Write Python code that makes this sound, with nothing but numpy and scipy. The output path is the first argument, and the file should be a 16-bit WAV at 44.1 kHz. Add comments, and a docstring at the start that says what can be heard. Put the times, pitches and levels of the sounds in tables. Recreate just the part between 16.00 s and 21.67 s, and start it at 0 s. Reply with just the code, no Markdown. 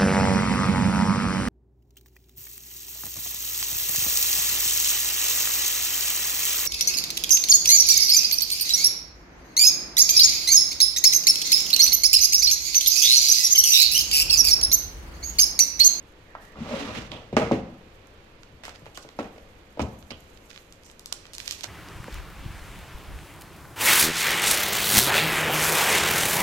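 """A lid drags and judders over a wooden table and is knocked down, a cardboard box and its tray bump, and thin
plastic film around a handset rustles and snaps, close by in a softly humming room. Cardboard and table are
banks of damped sines, struck by short pushes or jerked by random slips; snaps are filtered clicks; rubs, hiss
and hum are shaped noise. Decaying noise bands form the room; two microphone ports differ in colour."""
import sys
import numpy as np
from scipy import signal
from scipy.fft import rfft, irfft, next_fast_len
from scipy.io import wavfile
from scipy.ndimage import uniform_filter1d

SR = 44100
rng = np.random.default_rng(int(sys.argv[2]) if len(sys.argv) > 2 else 0)


def pcm_store(signal):
    """Save signal as 16-bit PCM."""
    levels = np.round(np.clip(np.atleast_2d(signal), -1, 1) * 32767)
    wavfile.write(sys.argv[1], SR, levels.astype(np.int16).T)


N = 250223

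# Modes of the cardboard panels. Each row: frequency in Hz, gain in dB, t60 in s at damp 1.
BOARD = [(188, -25, 0.4), (251.3, 1, 0.13), (279.5, 7, 0.035), (334, -2, 0.17), (429, 2.5, 0.11),
         (486, -6, 0.27), (576, 8.5, 0.035), (650, 0, 0.065), (781, 1.5, 0.057), (916, 7, 0.037),
         (1025, -11.5, 0.26), (1151, 2, 0.078), (1250, -0.5, 0.059), (1421, -6, 0.11), (2000, -5, 0.085)]
# Modes of the wooden table top. Each row: frequency in Hz, gain in dB, t60 in s at damp 1.
TABLE = [(74.2, 2, 0.2), (111.5, -7, 0.28), (133, 2, 0.078), (162, 3.5, 0.14)]


def undb(db):
    """Decibels to amplitude."""
    return 10 ** (np.asarray(db) / 20)


def unit(x):
    """Scales to RMS 1 over all channels."""
    return x / np.sqrt(np.mean(x ** 2))


def decay(t_s, t60_s):
    """Exponential fall of 60 dB in t60_s."""
    return np.exp(-np.log(1000) * t_s / t60_s)


def along(points, hz):
    """Reads (Hz, value) points on a log-frequency axis."""
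    f, v = np.transpose(points)
    return np.interp(np.log(np.maximum(hz, 1)), np.log(f), v)


def colour(x, points):
    """Filters by a spectrum of (Hz, dB) points."""
    n = next_fast_len(x.shape[-1])
    bins_hz = np.arange(n // 2 + 1) * SR / n
    return irfft(rfft(x, n) * undb(along(points, bins_hz)), n)[..., :x.shape[-1]]


def bandpass(x, hz, width_hz, lowest_hz=100):
    """Band around a centre, edges kept inside the usable range."""
    edges_hz = np.clip([hz - width_hz / 2, hz + width_hz / 2], lowest_hz, SR / 2.2)
    return signal.sosfilt(signal.butter(2, edges_hz, "band", fs=SR, output="sos"), x)


def likeness(pair, hz):
    """Two noises become left and right that share the bass below hz."""
    mid, side = pair
    side = signal.sosfilt(signal.butter(2, hz, "high", fs=SR, output="sos"), side)
    return np.array([mid + side, mid - side])


def curve(table, column):
    """A control column over time, holding its end values."""
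    rows = np.array(table)
    return np.interp(np.arange(N) / SR, rows[:, 0], rows[:, column])


def during(table):
    """1 between the first and last time of a table, else 0."""
    t = np.arange(N) / SR
    return (t >= table[0][0]) & (t <= table[-1][0])


def hump(start_s, length_s):
    """A smooth swell from 0 to 1 and back."""
    return np.sin(np.pi * np.clip((np.arange(N) / SR - start_s) / length_s, 0, 1))


def walk(rate_hz):
    """Random levels at a given rate, joined by slews; RMS 1."""
    k = int(SR / rate_hz)
    steps = np.repeat(rng.standard_normal(N // k + 1), k)
    return unit(uniform_filter1d(steps, k)[:N])


def add(out, start_s, sound, pan_db):
    """Mixes a sound in at a time; pan_db is left minus right."""
    i = int(start_s * SR)
    out[:, i:i + sound.shape[-1]] += undb([[pan_db / 2], [-pan_db / 2]]) * sound[..., :N - i]


def ring(modes, lift_db=0, damp=1):
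    """Damped sines of a struck body; successive groups of three modes start in opposite senses."""
    hz, db, t60_s = np.transpose(modes)[:, :, None]
    t = np.arange(SR // 4) / SR
    sense = -(-1) ** (np.arange(len(hz))[:, None] // 3)
    modes_out = sense * undb(db + lift_db) * decay(t, t60_s * damp) * np.sin(2 * np.pi * hz * t)
    return np.sum(modes_out, axis=0)


def burst(hz, width_hz, t60_s):
    """Dying noise around a centre, scaled by its energy and ring time."""
    t = np.arange(4096) / SR
    noise = likeness(rng.standard_normal((2, len(t))), 1500)
    x = bandpass(noise * decay(t, t60_s), hz, width_hz)
    return x / np.sqrt(np.sum(x[0] ** 2) / (t60_s * SR / 25 + 1))


def click(hz, width_hz):
    """A single sharp buckle and a few weaker ones within three milliseconds, peak 1."""
    steps = np.zeros(512)
    steps[0] = 1
    steps[rng.integers(8, 130, size=5)] = .11 * rng.standard_normal(size=5)
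    x = bandpass(steps, hz, width_hz)
    return x / np.abs(x).max()


def crackle():
    """Noise made of 0.9 ms grains of very uneven size."""
    grains_db = 2.4 * rng.exponential(size=N // 40 + 1).repeat(40)[:N]
    return rng.standard_normal((2, N)) * undb(grains_db + 2.5 * walk(60))


def air():
    """Soft room hum: coloured noise whose level wavers slowly."""
    # Each row: frequency in Hz, spectrum in dB.
    air_spectrum = [(12, -3.5), (20, 1.5), (103, -3), (126, -8.5), (324, -9), (519, -9), (746, -17.5),
                    (906, -17), (1070, -18.5), (2330, -22.5), (4070, -29.5), (11000, -50.5), (14200, -57),
                    (15100, -75)]
    level_db = -50.5 + 0.83 * walk(3.35)
    return undb(level_db) * unit(colour(likeness(rng.standard_normal((2, N)), 710), air_spectrum))


def room(x):
    """Dense echoes whose level and decay time vary with frequency, as decaying noise bands."""
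    # Each row: band centre in Hz, t60 in s, level in dB.
    room_bands = [(98, 0.94, -1), (240, 0.51, -7), (505, 0.51, -3), (1010, 0.65, -9), (2030, 0.68, -11.5),
                  (4200, 0.82, -14), (6200, 0.76, -12), (8400, 0.24, -11.5), (11800, 0.25, -16)]
    early_db, early_t60_s, first_echo_s = 4.5, 0.089, 0.0048
    t = np.arange(SR // 2) / SR
    centres_hz, t60s_s, levels_db = np.transpose(room_bands)
    tail = 0
    for hz in 63 * 2. ** np.arange(0, 8.1, .5):
        band = signal.butter(1, [hz / 1.19, hz * 1.19], "band", fs=SR, output="sos")
        t60_s, db = (np.interp(np.log(hz), np.log(centres_hz), c) for c in (t60s_s, levels_db))
        fade = decay(t, t60_s) / np.sqrt(t60_s * SR / 14)
        noise = likeness(rng.standard_normal((2, len(t))), 900)
        tail = tail + undb(db) * fade * signal.sosfilt(band, noise)
    # the nearest surfaces answer louder and briefly
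    early = 1 + undb(early_db) * decay(t, early_t60_s)
    onset = np.clip(t / first_echo_s - 1, 0, 1)
    return signal.fftconvolve(tail * early * onset, x.mean(axis=0)[None], axes=1)[:, :N]


def whistle():
    """A faint narrow band of hiss swells and fades."""
    start_s, length_s, level_db, centre_hz, width_hz = 0.26, 0.31, -56, 1820, 270
    hiss = unit(bandpass(rng.standard_normal((2, N)), centre_hz, width_hz))
    return undb(level_db) * hump(start_s, length_s) ** .5 * hiss


def scuffs():
    """Short rubs of a finger on film or card: grainy noise, quick to rise, slower to fade as the finger lifts."""
    # Each row: start in seconds, length in s, level in dB, centre in Hz, band width re centre.
    rubs = [(0.407, 0.13, -59, 5130, 2.2), (1.116, 0.01, -36.5, 3260, 0.53),
            (1.128, 0.093, -46.5, 3100, 0.32), (2.635, 0.085, -46, 3570, 2),
            (2.742, 0.029, -47.5, 3300, 1.3), (2.953, 0.038, -50, 3150, 0.23),
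            (2.946, 0.11, -48, 5600, 0.86), (3.223, 0.021, -55, 4930, 1.2), (3.816, 0.015, -38, 5240, 0.85),
            (4.105, 0.023, -41.5, 4150, 0.66), (4.106, 0.084, -50.5, 3040, 0.18),
            (4.496, 0.12, -52, 3540, 1.6), (4.844, 0.09, -54, 6860, 0.49), (5.337, 0.037, -40, 5900, 1.06),
            (5.393, 0.12, -45.5, 5500, 1.47), (5.473, 0.11, -40.5, 4670, 0.92),
            (5.583, 0.14, -50.5, 4800, 1.4)]
    out, grains = np.zeros((2, N)), crackle()
    for start_s, length_s, db, hz, width in rubs:
        i, n = int(start_s * SR), int(length_s * SR)
        rub = unit(bandpass(grains[:, i:i + n], hz, hz * width, lowest_hz=200))
        envelope = np.sin(np.pi * np.linspace(0, 1, rub.shape[1]) ** 0.32) ** 0.79
        out[:, i:i + n] += undb(db) * rub * envelope
    return out


def judders():
    """The rim catches and a panel drones: brief sines of wavering pitch and flickering level."""
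    # Each row: start in seconds, length in s, gain in dB, centre in Hz.
    catches = [(0.602, 0.03, -39, 250), (.685, .08, -40, 262), (.68, .11, -40, 590),
               (0.803, 0.042, -35, 250), (0.965, 0.025, -41, 220)]
    waver, flicker_db = 0.101, 3  # RMS spread: pitch re centre, level
    booms = 0
    for start_s, length_s, db, hz in catches:
        pitch_hz = hz * (1 + waver * walk(hz / 8))
        drone = np.sin(2 * np.pi * np.cumsum(pitch_hz) / SR)
        booms = booms + 2 * undb(db + flicker_db * walk(70)) * hump(start_s, length_s) * drone
    return booms


def drag():
    """Fibres catch and slip in uneven jerks that shake lid and table; the finest ones only hiss."""
    # Lid dragged over the table. Each row: time in seconds, rubbing in dB, hiss re rubbing in dB, table rumble in dB.
    lid_drag = [(.52, -64, 4, -77), (.56, -47, -10, -50), (.6, -50, 1.5, -33.5), (.66, -42.5, -6, -58),
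                (.71, -39, -1.5, -50), (.78, -35.5, -1.5, -57), (.85, -48.5, 9.5, -50),
                (.91, -44.5, 4, -45), (.98, -41.5, 4.5, -35.5), (1.05, -51.5, 5, -55), (1.11, -61, 2, -41),
                (1.118, -35, -6, -40), (1.16, -45, -5.5, -44), (1.29, -68.5, 7.5, -79)]
    # Rubbing hiss. Each row: frequency in Hz, spectrum in dB.
    hiss_spectrum = [(710, -11.5), (1200, -10), (1730, -10.5), (2770, -11.5), (6870, -24.5), (8330, -29.5),
                     (13600, -43), (15500, -60)]
    slips_per_s, panel_db = 900, -3  # panel: low board modes re the rest
    slips = (rng.random(N) < slips_per_s / SR) * rng.standard_normal(N) * undb(1.85 * walk(44.82))
    panel, walls, table = (unit(signal.fftconvolve(slips, ring(modes, damp=0.44))[:N])
                           for modes in (BOARD[1:4], BOARD[4:], TABLE))
    hiss = unit(colour(rng.standard_normal((2, N)) * undb(1.45 * walk(90.7)), hiss_spectrum))
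    rubbing = walls + undb(panel_db) * panel + undb(curve(lid_drag, 2)) * hiss
    lid = undb(curve(lid_drag, 1)) * rubbing
    return during(lid_drag) * (lid + judders() + undb(curve(lid_drag, 3)) * table)


def film():
    """Creases in the film buckle with a snap; between them many tiny ones crackle."""
    # Snaps. Each row: start in seconds, click level in dB, centre in Hz, left minus right in dB.
    snaps = [(2.433, -34.5, 3900, -2.5), (2.637, -31, 3770, -2), (2.681, -32, 5230, 3),
             (2.653, -22.5, 3750, 8), (2.6937, -29, 4160, -1), (2.751, -45, 2570, 5), (2.858, -34, 2400, 4),
             (2.9744, -21, 5350, 0.5), (3.0894, -30.5, 3200, 3), (3.2297, -35, 2120, 4),
             (4.0262, -42.5, 3220, -11), (4.374, -47.5, 3140, -27), (4.504, -33.5, 4360, -7),
             (4.5127, -35, 2680, -13), (4.551, -42, 2900, -5), (4.561, -33, 2790, -7),
             (4.5765, -29.5, 2570, -2), (4.7246, -28, 5330, 0), (4.835, -38, 5744, -5),
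             (4.8646, -34, 6600, 0), (4.8996, -35.5, 2540, -1), (4.914, -33.5, 5960, 5),
             (4.995, -25.5, 5700, 3), (5.059, -17.5, 5530, 4.5), (5.126, -15, 5840, -16),
             (5.2547, -31.5, 2280, 5), (5.2672, -39.5, 4570, -14), (5.3344, -22.5, 5660, 3),
             (5.3826, -17, 4900, 4.5), (5.402, -21.5, 3200, -3.5), (5.46, -28, 5570, -5),
             (5.4786, -12.5, 4160, -1.5), (5.5103, -11.5, 4640, 0.5), (5.524, -18, 5756, 0),
             (5.609, -22.5, 4741, 1), (5.6346, -21.5, 4400, -7), (5.6385, -18, 5360, -5),
             (5.6416, -20, 3750, -2), (5.643, -17, 4470, -5.5)]
    # Film creeping in the hands. Each row: time in seconds, level in dB.
    rustle = [(2.6, -74), (2.85, -69.5), (3.16, -67), (3.56, -71.5), (4.09, -66), (4.66, -66), (4.9, -69),
              (5.4, -70), (5.51, -48.5), (5.67, -69)]
    # Each row: frequency in Hz, spectrum in dB.
    film_spectrum = [(1000, -26), (2000, -26), (4000, -15), (6500, 10.5), (9000, 5.5), (12000, 4.5),
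                     (14300, -0.5), (15200, -25)]
    sharper_db_per_db = 0.73  # louder snaps are wider in spectrum
    sizzle_db, sizzle_t60_s = -16, 0.015  # the crease fizzes briefly after
    lifted_s, over_tray_db, in_hand_db = 4.2, -8, -23.5  # low knock re snap: film on tray, handset lifted clear
    out = np.zeros((2, N))
    for start_s, db, hz, pan_db in snaps:
        snap = click(hz, 1.025 * hz) + undb(sharper_db_per_db * db) * click(6700, 17000)
        add(out, start_s, undb(db) * snap, pan_db)
        add(out, start_s, undb(db + sizzle_db) * burst(1.24 * hz, 1.13 * hz, sizzle_t60_s), pan_db)
        knock_db = over_tray_db if start_s < lifted_s else in_hand_db
        add(out, start_s, undb(db + knock_db) * burst(1160, 860, 0.014), pan_db)
    return out + unit(colour(crackle(), film_spectrum)) * undb(curve(rustle, 1))


def knocks():
    """Each blow rings the board modes near its centre and the table under it; a dry clack marks the contact."""
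    # Cardboard blows. Each row: start in seconds, board peak in dB, centre of the ringing modes in Hz,
    # ring time re modes, table gain re board in dB, clack gain re board in dB,
    # fall-off of modes from the centre in dB per octave squared, pitch re modes, centre of the table thump in Hz.
    blows = [(.351, -23, 1130, 0.38, -37, -29, 8, 1.14, 121),
             (1.3277, -19.5, 420, 1.1, -3, -26, 5.5, 0.84, 152),
             (1.3667, -4.5, 520, 0.69, -35, -16, -0.5, 1, 120),
             (1.3716, -8.5, 303, 0.66, -44, -33, 4, 1.11, 119),
             (1.397, -19.5, 524, 1.1, -22, -13, 9, 1.02, 120),
             (1.416, -15, 430, 2.5, -8, -20.5, 0.5, 1.08, 129),
             (1.512, -9, 420, 0.35, -36, -29, 3, 1.09, 130), (1.517, -8, 248, 1.24, -11, -24.5, 7, 1, 142),
             (2.525, -54.5, 230, 0.69, 13.5, -23, 0, 1.2, 85),
             (2.635, -39, 580, 2.7, -17, -6, 8, 1.15, 110),
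             (2.680, -27.5, 1090, 0.42, -19, -31, 3, 1.12, 110),
             (2.818, -41.5, 200, 0.51, 3, -28, 1, 1.1, 109),
             (2.864, -33, 620, 0.59, -10, -13, 8, 1.02, 110),
             (2.977, -30.5, 785, 0.35, -37, -15, 2.5, 1.21, 110),
             (3.048, -37, 514, 1.7, -9.5, -25, 4, 1.04, 111), (3.189, -16, 660, 0.5, -30, -24, 3, 1.1, 80),
             (3.194, -23.5, 430, 0.7, -33, -13, 12, 0.92, 100.4),
             (3.199, -25.5, 270, 1.3, -30, -35, 8, 1.1, 100),
             (3.207, -33, 650, 0.32, -17, -20, -1, 1.1, 100), (3.243, -32, 550, 1, -34, -15, 1, 0.95, 100),
             (3.362, -42, 557, 0.33, -17, -15, 14, 0.86, 100),
             (3.38, -38, 450, 0.38, -23, -10.5, 14, 1.03, 99),
             (3.773, -29, 483, 1.2, -25, -25, 9, 1.07, 100),
             (3.794, -13, 493, 0.72, -6, -22, 2, 1.09, 71.5),
             (3.803, -19, 650, 0.51, -3, -15, 2.5, 0.85, 75),
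             (3.818, -18.5, 298, 0.69, -8, -32, 11, 0.9, 90),
             (3.838, -27.5, 328, 1.1, -5, -25, 5, 1.12, 80), (4.106, -32, 477, 0.21, -19, -3, 4, 1.1, 90),
             (4.115, -28, 650, 0.45, -10.5, -25, -3, 0.99, 99.7),
             (5.123, -31, 1110, 0.068, -27, -29, 4.5, 0.95, 110),
             (5.641, -30, 717, 0.39, -23, -6.5, 3, 1.16, 110)]
    crack_db, crack_hz = -1, 3700  # first instant of contact, re clack
    push_cycles = .18  # contact time in cycles of the centre: deep blows are soft
    to_walls_ring = 0.44  # ring time as the walls receive it, many modes blending
    pan_db = -0.5  # left minus right
    out, far = np.zeros((2, 2, N))
    board_hz, table_hz = np.array(BOARD)[:, :1], np.array(TABLE)[:, :1]
    swell = 1 - np.exp(-np.arange(SR // 4) / SR / 0.019)  # the heavy table takes a moment to move
    for start_s, db, hz, damp, thump_db, clack_db, focus_db, pitch, thump_hz in blows:
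        scatter = rng.standard_normal((2, len(BOARD), 1))
        grip = pitch * (1 + .012 * scatter[0])  # grip shifts each panel a little
        held = np.array(BOARD) * np.hstack([grip, np.ones((len(BOARD), 2))])
        lift_db = 1.5 * scatter[1] - focus_db * np.log2(board_hz / hz) ** 2
        clack = burst(1970, 1520, 0.2 * damp) + undb(-12.5) * burst(4600, 4700, 0.26 * damp)
        clack = clack + undb(crack_db) * burst(crack_hz, 1.03 * crack_hz, 0.015)
        push = np.hanning(int(push_cycles * SR / hz) + 3)
        for mix, ringing in ((out, 1), (far, to_walls_ring)):
            board = signal.fftconvolve(ring(held, lift_db, damp * ringing), push)[:SR // 4]
            board = board / np.abs(board).max()
            table = swell * ring(TABLE, -7 * np.log2(table_hz / thump_hz) ** 2, ringing)
            add(mix, start_s, undb(db) * (board + undb(thump_db) * table), pan_db)
            add(mix, start_s, undb(db + clack_db) * clack, pan_db)
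    return out, far


def scene():
    """Direct sound, the room's answer and the hum, at the two ports."""
    right_lag_s = 0.00018  # sound reaches the left port first
    blows, blows_to_walls = knocks()
    small = drag() + film() + scuffs() + whistle()
    cut = signal.butter(4, 55, "high", fs=SR, output="sos")  # small bodies radiate no deep bass
    near, far = signal.sosfilt(cut, [blows + small, blows_to_walls + small])
    heard = np.array([near[0], np.roll(near[1], int(right_lag_s * SR))])
    return heard + room(far) + air()


def record(dry):
    """Each port has its own colour; the whole sound is dull above 15 kHz and its top is cut steeply."""
    # Left minus right port. Each row: frequency in Hz, difference in dB.
    port_difference = [(100, 2.9), (400, 0.4), (900, -1.2), (1500, -2), (2500, -9.5), (4500, -9),
                       (6500, -8), (8500, 2.5), (12000, 1.5)]
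    # Treble of the whole sound, dull above 15 kHz. Each row: frequency in Hz, gain in dB.
    top_treble = [(7000, -0.5), (9800, -2.5), (12500, 2.5), (14300, 4), (15200, -14), (16200, -16)]
    top_hz = 16200
    left = colour(dry[0], [(f, db / 2) for f, db in port_difference])
    right = colour(dry[1], [(f, -db / 2) for f, db in port_difference])
    top_cut = signal.ellip(8, .2, 70, top_hz, fs=SR, output="sos")
    return signal.sosfilt(top_cut, colour(np.array([left, right]), top_treble))


dry = scene()
out = record(dry)
pcm_store(out)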